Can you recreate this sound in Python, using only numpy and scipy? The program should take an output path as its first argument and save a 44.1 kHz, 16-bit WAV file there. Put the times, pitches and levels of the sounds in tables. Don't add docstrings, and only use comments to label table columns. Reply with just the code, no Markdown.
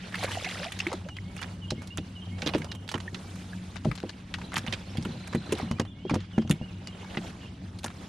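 import sys
import numpy as np
from scipy import signal
from scipy.fft import rfft, irfft, next_fast_len
from scipy.io import wavfile
from scipy.ndimage import uniform_filter1d, map_coordinates

SR = 44100
rng = np.random.default_rng(int(sys.argv[2]) if len(sys.argv) > 2 else 0)


def file_out(sig):
    cols = np.atleast_2d(sig).T
    lim = np.clip(cols, -1, 1)
    pcm = np.round(lim * 32767).astype(np.int16)
    wavfile.write(sys.argv[1], SR, pcm)


N = 356566


def amp(db):
    return 10 ** (np.asarray(db) / 20)


def unit(x):
    return x / np.sqrt(np.mean(x ** 2) + 1e-20)


def peak(x, db):
    return x * amp(db) / np.max(np.abs(x))


def along(points, hz):
    f, v = np.transpose(points)
    return np.interp(np.log(hz + 1), np.log(f + 1), v)


def curves(rows):
    seconds, *columns = np.transpose(rows)
    t = np.arange(N) / SR
    return [np.interp(t, seconds, column) for column in columns]


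def wobble(rate):
    knots = rng.standard_normal(int(N * rate / SR) + 4)
    return map_coordinates(knots, [np.arange(N) * rate / SR])


def filtered(x, response, pad=8192):
    n = x.shape[-1]
    m = next_fast_len(n + pad)
    return irfft(rfft(x, m) * response(np.fft.rfftfreq(m, 1 / SR)), m)[..., :n]


def add(track, s, sound):
    part = track[..., round(s * SR):][..., :sound.shape[-1]]
    part += sound[..., :part.shape[-1]]


# time in seconds, level in dB.
HUM_COURSE = [(0, -42.5), (.9, -42.5), (1.75, -40), (2.3, -40.5), (4.2, -41), (5.4, -38), (6.3, -41.5),
              (8.09, -40.5)]
# frequency in Hz, width in Hz, relative strength in dB.
HUM_TONES = [(95.9, 9.2, 1.5), (182.8, 10.4, 0.5)]
# frequency in Hz, relative density in dB per Hz.
RUMBLE_SPECTRUM = [(15, -42), (25, -26), (70, -7.5), (130, -11), (230, -12), (300, -15.5), (400, -29),
                   (600, -75)]


def hum():
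    def response(hz):
        tones = 0
        for centre, width, db in HUM_TONES:
            skirt = width / np.hypot(width, 2 * (hz - centre)) ** 1.387
            tones = tones + amp(db) * skirt * np.sqrt(width)
        return np.hypot(amp(along(RUMBLE_SPECTRUM, hz)), tones)

    noise = filtered(rng.standard_normal(N), response)
    noise = amp(1.2 * wobble(7)) * noise
    level_db = curves(HUM_COURSE)[0] + 0.4 * wobble(3.15)
    return amp(level_db) * unit(noise)


# frequency in Hz, relative density in dB per Hz.
STIR_SPECTRUM = [(210, -8.5), (350, -1.5), (653, -5.5), (1200, -7.5), (1500, -7), (1790, -8), (2980, -8.5),
                 (3390, -8), (5220, -11.5), (7920, -10.5), (9750, -11.5), (14300, -11.5), (16000, -50)]
# frequency in Hz, left-right correlation from 0 to 1.
LIKENESS = [(300, 0.9), (640, 0.62), (1400, 0.15), (3100, 0.98), (6800, 0.033), (15000, 0.1)]


def patchy_noise():
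    z = signal.stft(rng.standard_normal((2, N)), nperseg=256)[2]
    field = uniform_filter1d(rng.standard_normal(z.shape[1:]), size=5, axis=0)
    field = uniform_filter1d(field, size=4, axis=1)
    noise = signal.istft(z * amp(2.7 * unit(field)), nperseg=256)[1][:, :N]
    noise = noise * amp(1.5 * wobble(25))

    def mid_side(hz):
        angle = np.arccos(np.clip(along(LIKENESS, hz), -1, 1)) / 2
        return amp(along(STIR_SPECTRUM, hz)) * [np.cos(angle), np.sin(angle)]

    mid, side = filtered(noise, mid_side)
    return np.array([mid + side, mid - side])


def grains(size_db, per_s, centre_hz, spread, cycles):
    count = int(per_s * N / SR)
    moment, place = rng.random((2, count))
    pitch, size = rng.standard_normal((2, count))
    at, k = (moment * N).astype(int), np.arange(256)
    hz = np.clip(centre_hz * np.exp(spread * pitch), 400, 9000)
    turn = hz[:, None] * k / SR
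    gain = amp(size_db[at] + 5.9 * np.clip(size, -2, 2))
    tone = gain[:, None] * np.sin(2 * np.pi * turn) * turn * np.exp(-3 * turn / cycles)
    index = (at[:, None] + k).ravel()
    sides = (1.3 + 0.36 * place, 1.3 - 0.4 * place)
    return np.array([np.bincount(index, (tone * side[:, None]).ravel(), N)[:N] for side in sides])


# time in seconds, mid-band noise level in dB,
# low-mid noise level in dB, treble noise level in dB.
STIRRING = [(0, -50, -57, -67), (.13, -50.5, -52, -56), (.2, -44.5, -46.5, -46), (.55, -46, -51, -47.5),
            (.66, -45, -51, -53), (.71, -51, -55.5, -53), (.92, -48, -49.5, -58.5),
            (1.1, -63, -57.5, -63.5), (1.3, -60, -57.5, -65), (1.43, -56, -52, -57), (1.6, -59, -57, -64),
            (2.3, -60, -57.5, -65), (2.54, -52.5, -43, -54), (2.79, -63.5, -55.5, -65.5),
            (3.31, -55.5, -53, -55), (4.2, -58, -57, -66), (4.6, -54, -52, -58.5), (5.4, -53, -52, -63),
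            (5.6, -47, -44, -55.5), (5.92, -70, -59, -73), (6.15, -50.5, -65, -87),
            (6.35, -61, -57.5, -68.5), (6.93, -57.5, -53.5, -66.5), (7.23, -52, -46.5, -54),
            (7.55, -59.5, -58.5, -71), (7.86, -63.5, -56, -63), (8.09, -51.5, -52, -58.5)]
DROP_DB, DROP_GROWS = -39.5, 2.47
GURGLE_DB, GURGLE_GROWS = -45, 2.04
OUT_OF_WATER_S = 1.1


def stir():
    level_db, low_db, treble_db = curves(STIRRING)
    pair = patchy_noise()

    def low(hz):
        return 1 / (1 + (hz / 1300) ** 4)

    def high(hz):
        return 1 / (1 + (5000 / (hz + 1)) ** 4)

    hiss = amp(low_db) * unit(filtered(pair, low))
    hiss = hiss + amp(treble_db) * unit(filtered(pair, high))
    hiss = hiss + amp(level_db) * unit(filtered(pair, lambda hz: 1 - low(hz) - high(hz)))

    drop_db = DROP_DB + DROP_GROWS * (level_db + 45.0)
    drops = grains(drop_db, per_s=400, centre_hz=2495, spread=0.433, cycles=5.9)
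    dry_db = -8 * (np.arange(N) > OUT_OF_WATER_S * SR)
    gurgle_db = GURGLE_DB + GURGLE_GROWS * (low_db + 51.5) + dry_db
    gurgle = grains(gurgle_db, per_s=170, centre_hz=719, spread=0.24, cycles=3.46)
    return hiss + drops + gurgle


# start in seconds, peak in dB before panning, centre in Hz,
# treble part in dB, low-mid part in dB.
CLICK_EVENTS = [(0.1234, -31.5, 1800, -2, -7), (.144, -23, 1730, -22, -13), (0.1544, -20, 2110, -0.5, -16),
                (0.228, -21.5, 1510, -10, 19), (0.2362, -14, 2140, 3.5, -14), (0.2462, -22, 2370, -17, -3),
                (0.314, -26.5, 1520, -1, 2), (0.354, -30, 2900, -14, 12), (.4451, -16.5, 2330, -58, -30),
                (.489, -22.5, 2820, 0, -22), (0.5103, -25.5, 2410, -17, -18), (0.6317, -28, 2650, -5.5, -2),
                (0.6425, -20, 2920, 0, -2.5), (.7207, -17.5, 3150, 5, -39), (0.7896, -21, 3700, 2.5, -28),
                (0.8023, -20.5, 2800, -22, -23), (0.8683, -19.5, 2370, 0.5, -32),
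                (.916, -22.5, 1300, -14, 23), (.9292, -20, 1460, -2, 11), (1.0867, -31.5, 1510, -28, -13),
                (1.1668, -29, 2490, -5, -25), (1.3649, -28, 1920, 5, -17), (1.378, -35, 3800, -5, -10),
                (1.3897, -31, 1720, -17, -15), (1.4152, -24, 1580, -2, 1), (1.4277, -25.5, 1820, -32, -30),
                (1.4414, -31.5, 1880, -9, -1), (1.459, -37, 2640, -14, 4), (1.477, -42, 2400, -10, -5),
                (1.705, -16.5, 4700, -29, -2), (1.8193, -32.5, 2260, 9, 9), (1.8727, -29, 5170, 14, -5),
                (1.9734, -16, 1460, 4.5, -4), (1.98, -23, 2680, -12, -12), (2.383, -36, 2160, -10, -13),
                (2.42, -20, 2800, -23, -28), (2.4616, -16, 3770, -4, -0.5), (2.4727, -13.5, 3540, -0.5, -9),
                (2.4892, -21, 3480, -2, 2), (2.536, -20, 3400, -4, 4), (2.5477, -18.5, 2340, -13, 0),
                (2.582, -26, 3040, 9, -19), (2.6182, -27, 1840, -36, -24), (2.6442, -27, 1270, 3, 12),
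                (2.7158, -24.5, 3820, -2, -6), (2.7497, -32.5, 3070, 7, -14), (2.8778, -27.5, 4430, 9, 4),
                (2.8897, -22, 3600, -0.5, -30), (2.9154, -21.5, 5300, 13, 11.5),
                (2.941, -16, 1500, -16, 3.5), (2.9544, -26.5, 1650, -21, 5), (2.9783, -29, 1790, 2, -3),
                (3.0023, -29.5, 4900, -6, 7.5), (3.1451, -26, 3100, -32, -2.5), (3.356, -34, 1820, 6, -8),
                (3.7576, -30, 3200, -20, 18), (3.765, -31.5, 2540, -27, -20), (3.8477, -27, 1380, -16, 33),
                (3.914, -22, 1590, -6.5, -14), (3.954, -27.5, 4300, 9, 2), (3.9773, -27, 3070, -22, 2),
                (4.001, -29, 3370, 0, -4), (4.0297, -29.5, 1320, -30, 28), (4.0925, -25.5, 3100, -34, -4),
                (4.34, -19, 2040, -41, -28), (4.3843, -32.5, 1310, -17, 4.5), (4.415, -31, 1310, -28, -16),
                (4.5193, -27.5, 1750, -30, 3), (4.5324, -27, 2040, -9, -15), (4.5417, -16.5, 2380, 3, 4.5),
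                (4.558, -18.5, 3220, -20, -20), (4.5663, -11, 2260, 0.5, -4), (4.579, -15, 1480, 8, -2),
                (4.583, -22.5, 3000, -14, -15), (4.6647, -26.5, 910, -25, 15), (4.6754, -22, 2820, -3, 4.5),
                (4.7251, -19.5, 3280, -35, -2), (4.7345, -20, 2770, -14, -25), (4.971, -26, 3350, 3, -18),
                (5.0254, -31.5, 5650, -10, -5), (5.051, -24.5, 2100, -0.5, -17),
                (5.2742, -27, 1650, 5, -16), (5.3285, -26.5, 2510, -5, 30), (5.3486, -19, 1640, 1.5, -21),
                (5.5221, -13, 3780, 11, 3), (5.551, -30, 3390, -8, -10), (5.5835, -25, 1960, 13, 11),
                (5.712, -21.5, 1680, 6.5, 17.5), (5.784, -32, 1320, -13, -1), (5.797, -12.5, 1100, -20, 15),
                (5.851, -35.5, 3030, -25, 10), (6.096, -19, 1530, -19, 3), (6.107, -24, 1490, -15, 2),
                (6.1422, -18.5, 1660, 16, 22.5), (6.1538, -21.5, 1380, -5, 14), (6.2044, -35, 3260, -16, 3),
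                (6.3794, -26.5, 1810, -21, 2.5), (6.417, -35, 3100, -20, 6), (6.474, -34, 3200, -11, 2),
                (6.4966, -15.5, 1430, 12, 10.5), (6.51, -6, 3000, 7.5, -33), (6.8725, -24, 4100, -29, -6),
                (7.0436, -36.5, 1530, -24, 6), (7.145, -30.5, 2820, -8, 8), (7.1712, -19.5, 2270, -9, -4),
                (7.7878, -29, 3460, 4.5, -10), (7.833, -28, 3470, 4, -3), (7.8426, -16.5, 1280, 1, 7.5),
                (7.861, -23, 1510, 5, -16), (7.879, -29, 2800, -10, -2), (7.902, -33, 1420, -20, -5)]
# time in seconds, left-right difference of the clicks in dB.
CLICK_SIDE = [(0, 0.5), (1.2, 3), (1.43, -6.5), (1.7, -1), (2.4, -3), (3.4, -4), (3.75, 11.5), (4.0, 7),
              (4.3, 6), (4.58, 1), (4.67, -5), (5.3, -1), (6.1, 0), (8.09, 1.5)]
CRACKLE_T60_S, SNAP_T60_S = 0.038, 0.0058
SNAP_DB = 1.5


def clicks():
    out, t = np.zeros((2, N)), np.arange(SR // 10) / SR
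    for s, db, centre_hz, treble_db, low_db in CLICK_EVENTS:
        snap = amp(SNAP_DB - 60 * t / SNAP_T60_S)
        lumps = amp(5.5 * np.repeat(rng.standard_normal(len(t) // 30), 30))
        decay = amp(-60 * t / CRACKLE_T60_S) + amp(-21 - 60 * t / 0.11)
        shape = snap + lumps * decay * (1 - np.exp(-t * 30 / CRACKLE_T60_S))
        shared, apart = rng.standard_normal(len(t)), rng.standard_normal((2, len(t)))
        crack = (shared + 0.42 * apart) * shape
        spots = centre_hz * np.exp(0.4 * rng.standard_normal((3, 1)))

        def response(f):
            jf = 1j * f
            body = jf * 0.82 * centre_hz / (centre_hz ** 2 - f * f + jf * 0.72 * centre_hz)
            rings = 0.98 * jf * 0.076 * spots / (spots ** 2 - f * f + jf * 0.087 * spots)
            bright = amp(treble_db) * (jf / 6000) ** 2 / (1 + jf / 6000) ** 3
            dull = amp(low_db) * jf * 700 / (850 ** 2 - f * f + jf * 700)
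            return (body + rings.sum(axis=0)) / (1 + jf / 6500) + bright - dull

        pan_db = np.interp(s, *np.transpose(CLICK_SIDE))
        sound = peak(filtered(crack, response, pad=256), db)
        add(out, s, sound * amp([[pan_db / 2], [-pan_db / 2]]))
    return out


# start in seconds, peak in dB
# before the flutter, starting pitch in Hz, decay time t60 in seconds, fractional pitch rise per 10 ms.
AIR_POCKETS = [(0.1417, -31, 1760, 0.021, 0), (.1535, -31, 2030, 0.021, 0.07),
               (.228, -33, 693, 0.029, 0.07), (.244, -24.5, 547, 0.022, 0), (.371, -27, 690, 0.026, 0.06),
               (0.445, -23, 2430, 0.0094, 0.15), (.4574, -32.5, 1910, 0.041, 0.2),
               (.465, -36, 747, 0.05, 0.01), (.602, -37.5, 454, 0.13, 0.11), (.658, -40, 622, 0.098, 0.08),
               (0.8015, -27, 2540, 0.022, 0.2), (0.866, -26, 309, 0.063, .09),
               (.8679, -20, 2150, 0.0077, 0.2), (.917, -31.5, 483, .064, .07),
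               (.939, -31, 313, 0.044, 0.12), (1.054, -45, 513, 0.18, 0.08),
               (1.186, -33.5, 1990, 0.015, 0.14), (3.0783, -37.5, 1790, 0.031, 0.05),
               (3.5312, -38, 1600, 0.021, 0.1), (5.4171, -48, 1480, 0.033, .04)]


def bubbles():
    out, t = np.zeros(N), np.arange(SR // 6) / SR
    for s, db, hz, t60, rise in AIR_POCKETS:
        tone = np.sin(2 * np.pi * hz * (t + 50 * rise * t * t))
        envelope = amp(-60 * t / t60) * (1 - np.exp(-t * 12 / t60))
        add(out, s, peak(tone * envelope, db))
    return out * amp(4.5 * wobble(200))


# time after the
# phrase start in seconds, pitch in Hz, level in dB relative to the phrase.
PHRASE_NOTES = [
    [(0, 3140, -1), (.021, 2900, 0.5), (.045, 2837, -1.5), (.056, 3000, -10)],
    [(.065, 3206, -6), (.076, 3146, -0.5), (.088, 3110, -8), (.098, 2860, -21)],
    [(.153, 2110, -11), (.172, 2160, -8), (.215, 2240, -10), (.242, 2230, -15)],
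    [(.288, 2750, 5), (.303, 2827, -1), (.324, 2920, 4.5), (.337, 3000, -14)],
]
# start in seconds, level in dB, time after the start in seconds from which
SONG_PHRASES = [(1.085, -53, .4), (1.614, -50, .4), (2.15, -49.5, .4), (2.682, -50, .12),
                (5.787, -55.5, .4), (6.327, -52.5, .4), (6.855, -52.5, .25), (7.4, -56.5, .12)]


def song():
    notes = []
    for s, db, until in SONG_PHRASES:
        notes += [np.add(note, (s, 0, db)) for note in PHRASE_NOTES if note[0][0] < until]
    return notes


def birds():
    out = np.zeros(N)
    for note in song() + twitter() + trill():
        s, hz, db = np.transpose(note)
        t = np.arange(s[0], s[-1], 1 / SR)
        tone = np.sin(2 * np.pi * np.cumsum(np.interp(t, s, hz)) / SR)
        envelope = np.sqrt(2) * amp(np.interp(t, s, db)) * signal.windows.tukey(len(t), .3)
        add(out, s[0], envelope * tone)
    out = out * amp(2.5 * wobble(60))
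    direct = out * amp([[-.6], [.6]])
    t = np.arange(SR // 2) / SR
    trees = rng.standard_normal((2, len(t))) * amp(-60 * t / .9)
    trees = trees / np.linalg.norm(trees[0])
    echo = signal.fftconvolve(out[None], trees, axes=1)[:, :N]
    return direct + amp(-3) * echo


# start in seconds, peak in dB, centre in Hz, hardness in dB.
BLOWS = [(1.717, -18.5, 170, -7.5), (1.777, -27, 177, -23), (1.983, -21, 183, -6), (2.424, -24, 181, 3),
         (2.461, -18, 340, -2), (2.547, -12.5, 327, 4), (2.599, -25.5, 190, -21), (2.946, -21, 260, -14),
         (3.127, -31, 183, -16), (3.852, -13.5, 182, 1.5), (3.87, -18.5, 147, -27), (3.885, -19, 111, -16),
         (3.909, -31, 183, 1), (4.034, -20, 370, 4), (4.568, -26, 185, -22), (4.64, -31.5, 186, 2),
         (4.679, -24.5, 124, -11), (4.728, -28.5, 250, 2), (4.95, -30, 187, 2), (4.981, -17.5, 165, -14),
         (5.054, -23, 304, -8), (5.088, -24.5, 179, -13), (5.151, -31, 167, -1), (5.346, -12, 235, -5.5),
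         (5.49, -27.5, 350, -14), (5.521, -14.5, 355, -9), (5.627, -22.5, 144, -9), (5.709, -17, 141, -8),
         (5.795, -14, 232, 1.5), (6.049, -21.5, 414, -1), (6.11, -16, 229, -1), (6.135, -12, 183, -3.5),
         (6.158, -17.5, 218, -1), (6.378, -9.5, 259, -0.5), (6.447, -24.5, 147, -12), (6.499, -11, 176, -9),
         (6.52, -23.5, 205, -2), (6.61, -23, 112, -11), (7.17, -18.5, 230, -5), (7.844, -26, 293, 5)]
# nominal frequency in Hz, nominal strength
# in dB, relative ring time.
HULL_MODES = [(55, -3.5, 1.3), (96.7, -7.5, 3.05), (124.6, -0.5, 1.06), (157, -1, 1.42), (185, 4.5, 0.61),
              (221.9, 4.5, 1.05), (271.4, 4.5, 0.6), (307, 2, 0.95), (348.5, 2.5, 0.9), (381, 3.5, 0.68),
              (442, 6.5, 0.65), (512, 0.5, 0.64), (614.5, 3, 0.4), (794, 11, 0.2), (998, 6.5, 0.16)]
HULL_T60_S = 0.1
UPPER_HZ = 450
MODE_SCATTER = 0.65


def thumps():
    out, t = np.zeros(N), np.arange(SR // 4) / SR
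    hz, mode_db, life = np.transpose(HULL_MODES)[:, :, None]
    slow, quick = amp(-60 * t / (HULL_T60_S * life)), 0.5 * amp(-60 * t / 0.012)
    decay = (slow + quick) * (1 - np.exp(-(t / 0.0066) ** 2))
    for s, db, centre_hz, hard_db in BLOWS:
        strength_luck, pitch_luck, phase_luck = rng.standard_normal((3, len(HULL_MODES), 1))
        near = amp(-10.5) * (hz < centre_hz) + amp(-9 * np.log2(hz / centre_hz) ** 2)
        reach = np.hypot(near, amp(hard_db) * (hz > UPPER_HZ))
        strength = amp(mode_db + 3 * strength_luck)
        mode_hz = hz * (1 + 0.016 * pitch_luck)
        tone = np.cos(2 * np.pi * mode_hz * (t - .004) + MODE_SCATTER * phase_luck)
        ring = strength * reach * decay * tone
        add(out, s, peak(ring.sum(axis=0), db))
    return out


# start in seconds, # length
# in seconds, first pitch in Hz, last pitch in Hz, mid-note level in dB.
LOOSE_NOTES = [(3.221, 0.087, 2330, 2290, -61), (4.432, 0.029, 3800, 4100, -53),
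               (4.8, 0.029, 3600, 3280, -61), (4.861, 0.025, 3900, 4700, -57),
               (4.89, .035, 5400, 5450, -63), (5.673, 0.077, 2840, 3050, -56),
               (5.747, .04, 2305, 2490, -59), (5.87, 0.042, 3450, 3530, -54.5),
               (5.905, .025, 3620, 3170, -52), (5.983, 0.068, 2800, 3180, -57),
               (6.047, 0.055, 3210, 3320, -51), (6.296, 0.04, 3700, 3150, -62),
               (6.39, .035, 3240, 3200, -56), (6.528, .045, 2240, 2170, -62), (6.68, .045, 2900, 2290, -56)]
NOTE_EDGE_DB = -5


def twitter():
    notes = []
    for s, length, first_hz, last_hz, db in LOOSE_NOTES:
        start = (s, first_hz, db + NOTE_EDGE_DB)
        middle = (s + length / 2, (first_hz + last_hz) / 2, db)
        end = (s + length, last_hz, db + NOTE_EDGE_DB)
        notes.append([start, middle, end])
    return notes


# time after the start in seconds, pitch in Hz, level in dB.
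TRILL_SWEEP = [(0, 4790, -57), (.01, 4010, -52), (.022, 3100, -59)]
# time after the start in seconds, pitch in Hz, level in dB.
TRILL_HOLD = [(.032, 3950, -63), (.043, 4060, -49), (.056, 4150, -66)]
TRILL_STARTS = [5.083, 5.168, 5.258, 5.342, 5.425, 5.509, 5.597]


def trill():
    return [np.add(note, (s, 0, 0)) for s in TRILL_STARTS for note in (TRILL_SWEEP, TRILL_HOLD)]


def scene():
    return hum() + stir() + clicks() + bubbles() + birds() + thumps()


# frequency in Hz, left-right level difference in dB.
PORT_LEAN = [(350, 0.5), (700, -4.5), (1300, -3), (2400, -2.5), (4400, -0.5), (8100, -0.5), (15000, -2)]
# frequency in Hz, gain in dB.
PORT_RESPONSE = [(6000, 0), (8000, -3), (9700, -2), (11000, -13), (13000, -15), (15800, -28)]
# frequency in Hz, lead of the left port in radians.
PORT_LEAD = [(6500, 0), (8300, -2.1), (10500, -1.4), (12000, 1.5)]
TOP_HZ = 15850


def record(dry):
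    def ports(hz):
        gain_db = np.outer([.5, -.5], along(PORT_LEAN, hz)) + along(PORT_RESPONSE, hz)
        phase = np.outer([.5, -.5], along(PORT_LEAD, hz))
        return amp(gain_db) * np.exp(1j * phase) * (hz < TOP_HZ)

    return filtered(dry, ports)


dry = scene()
out = record(dry)
file_out(out)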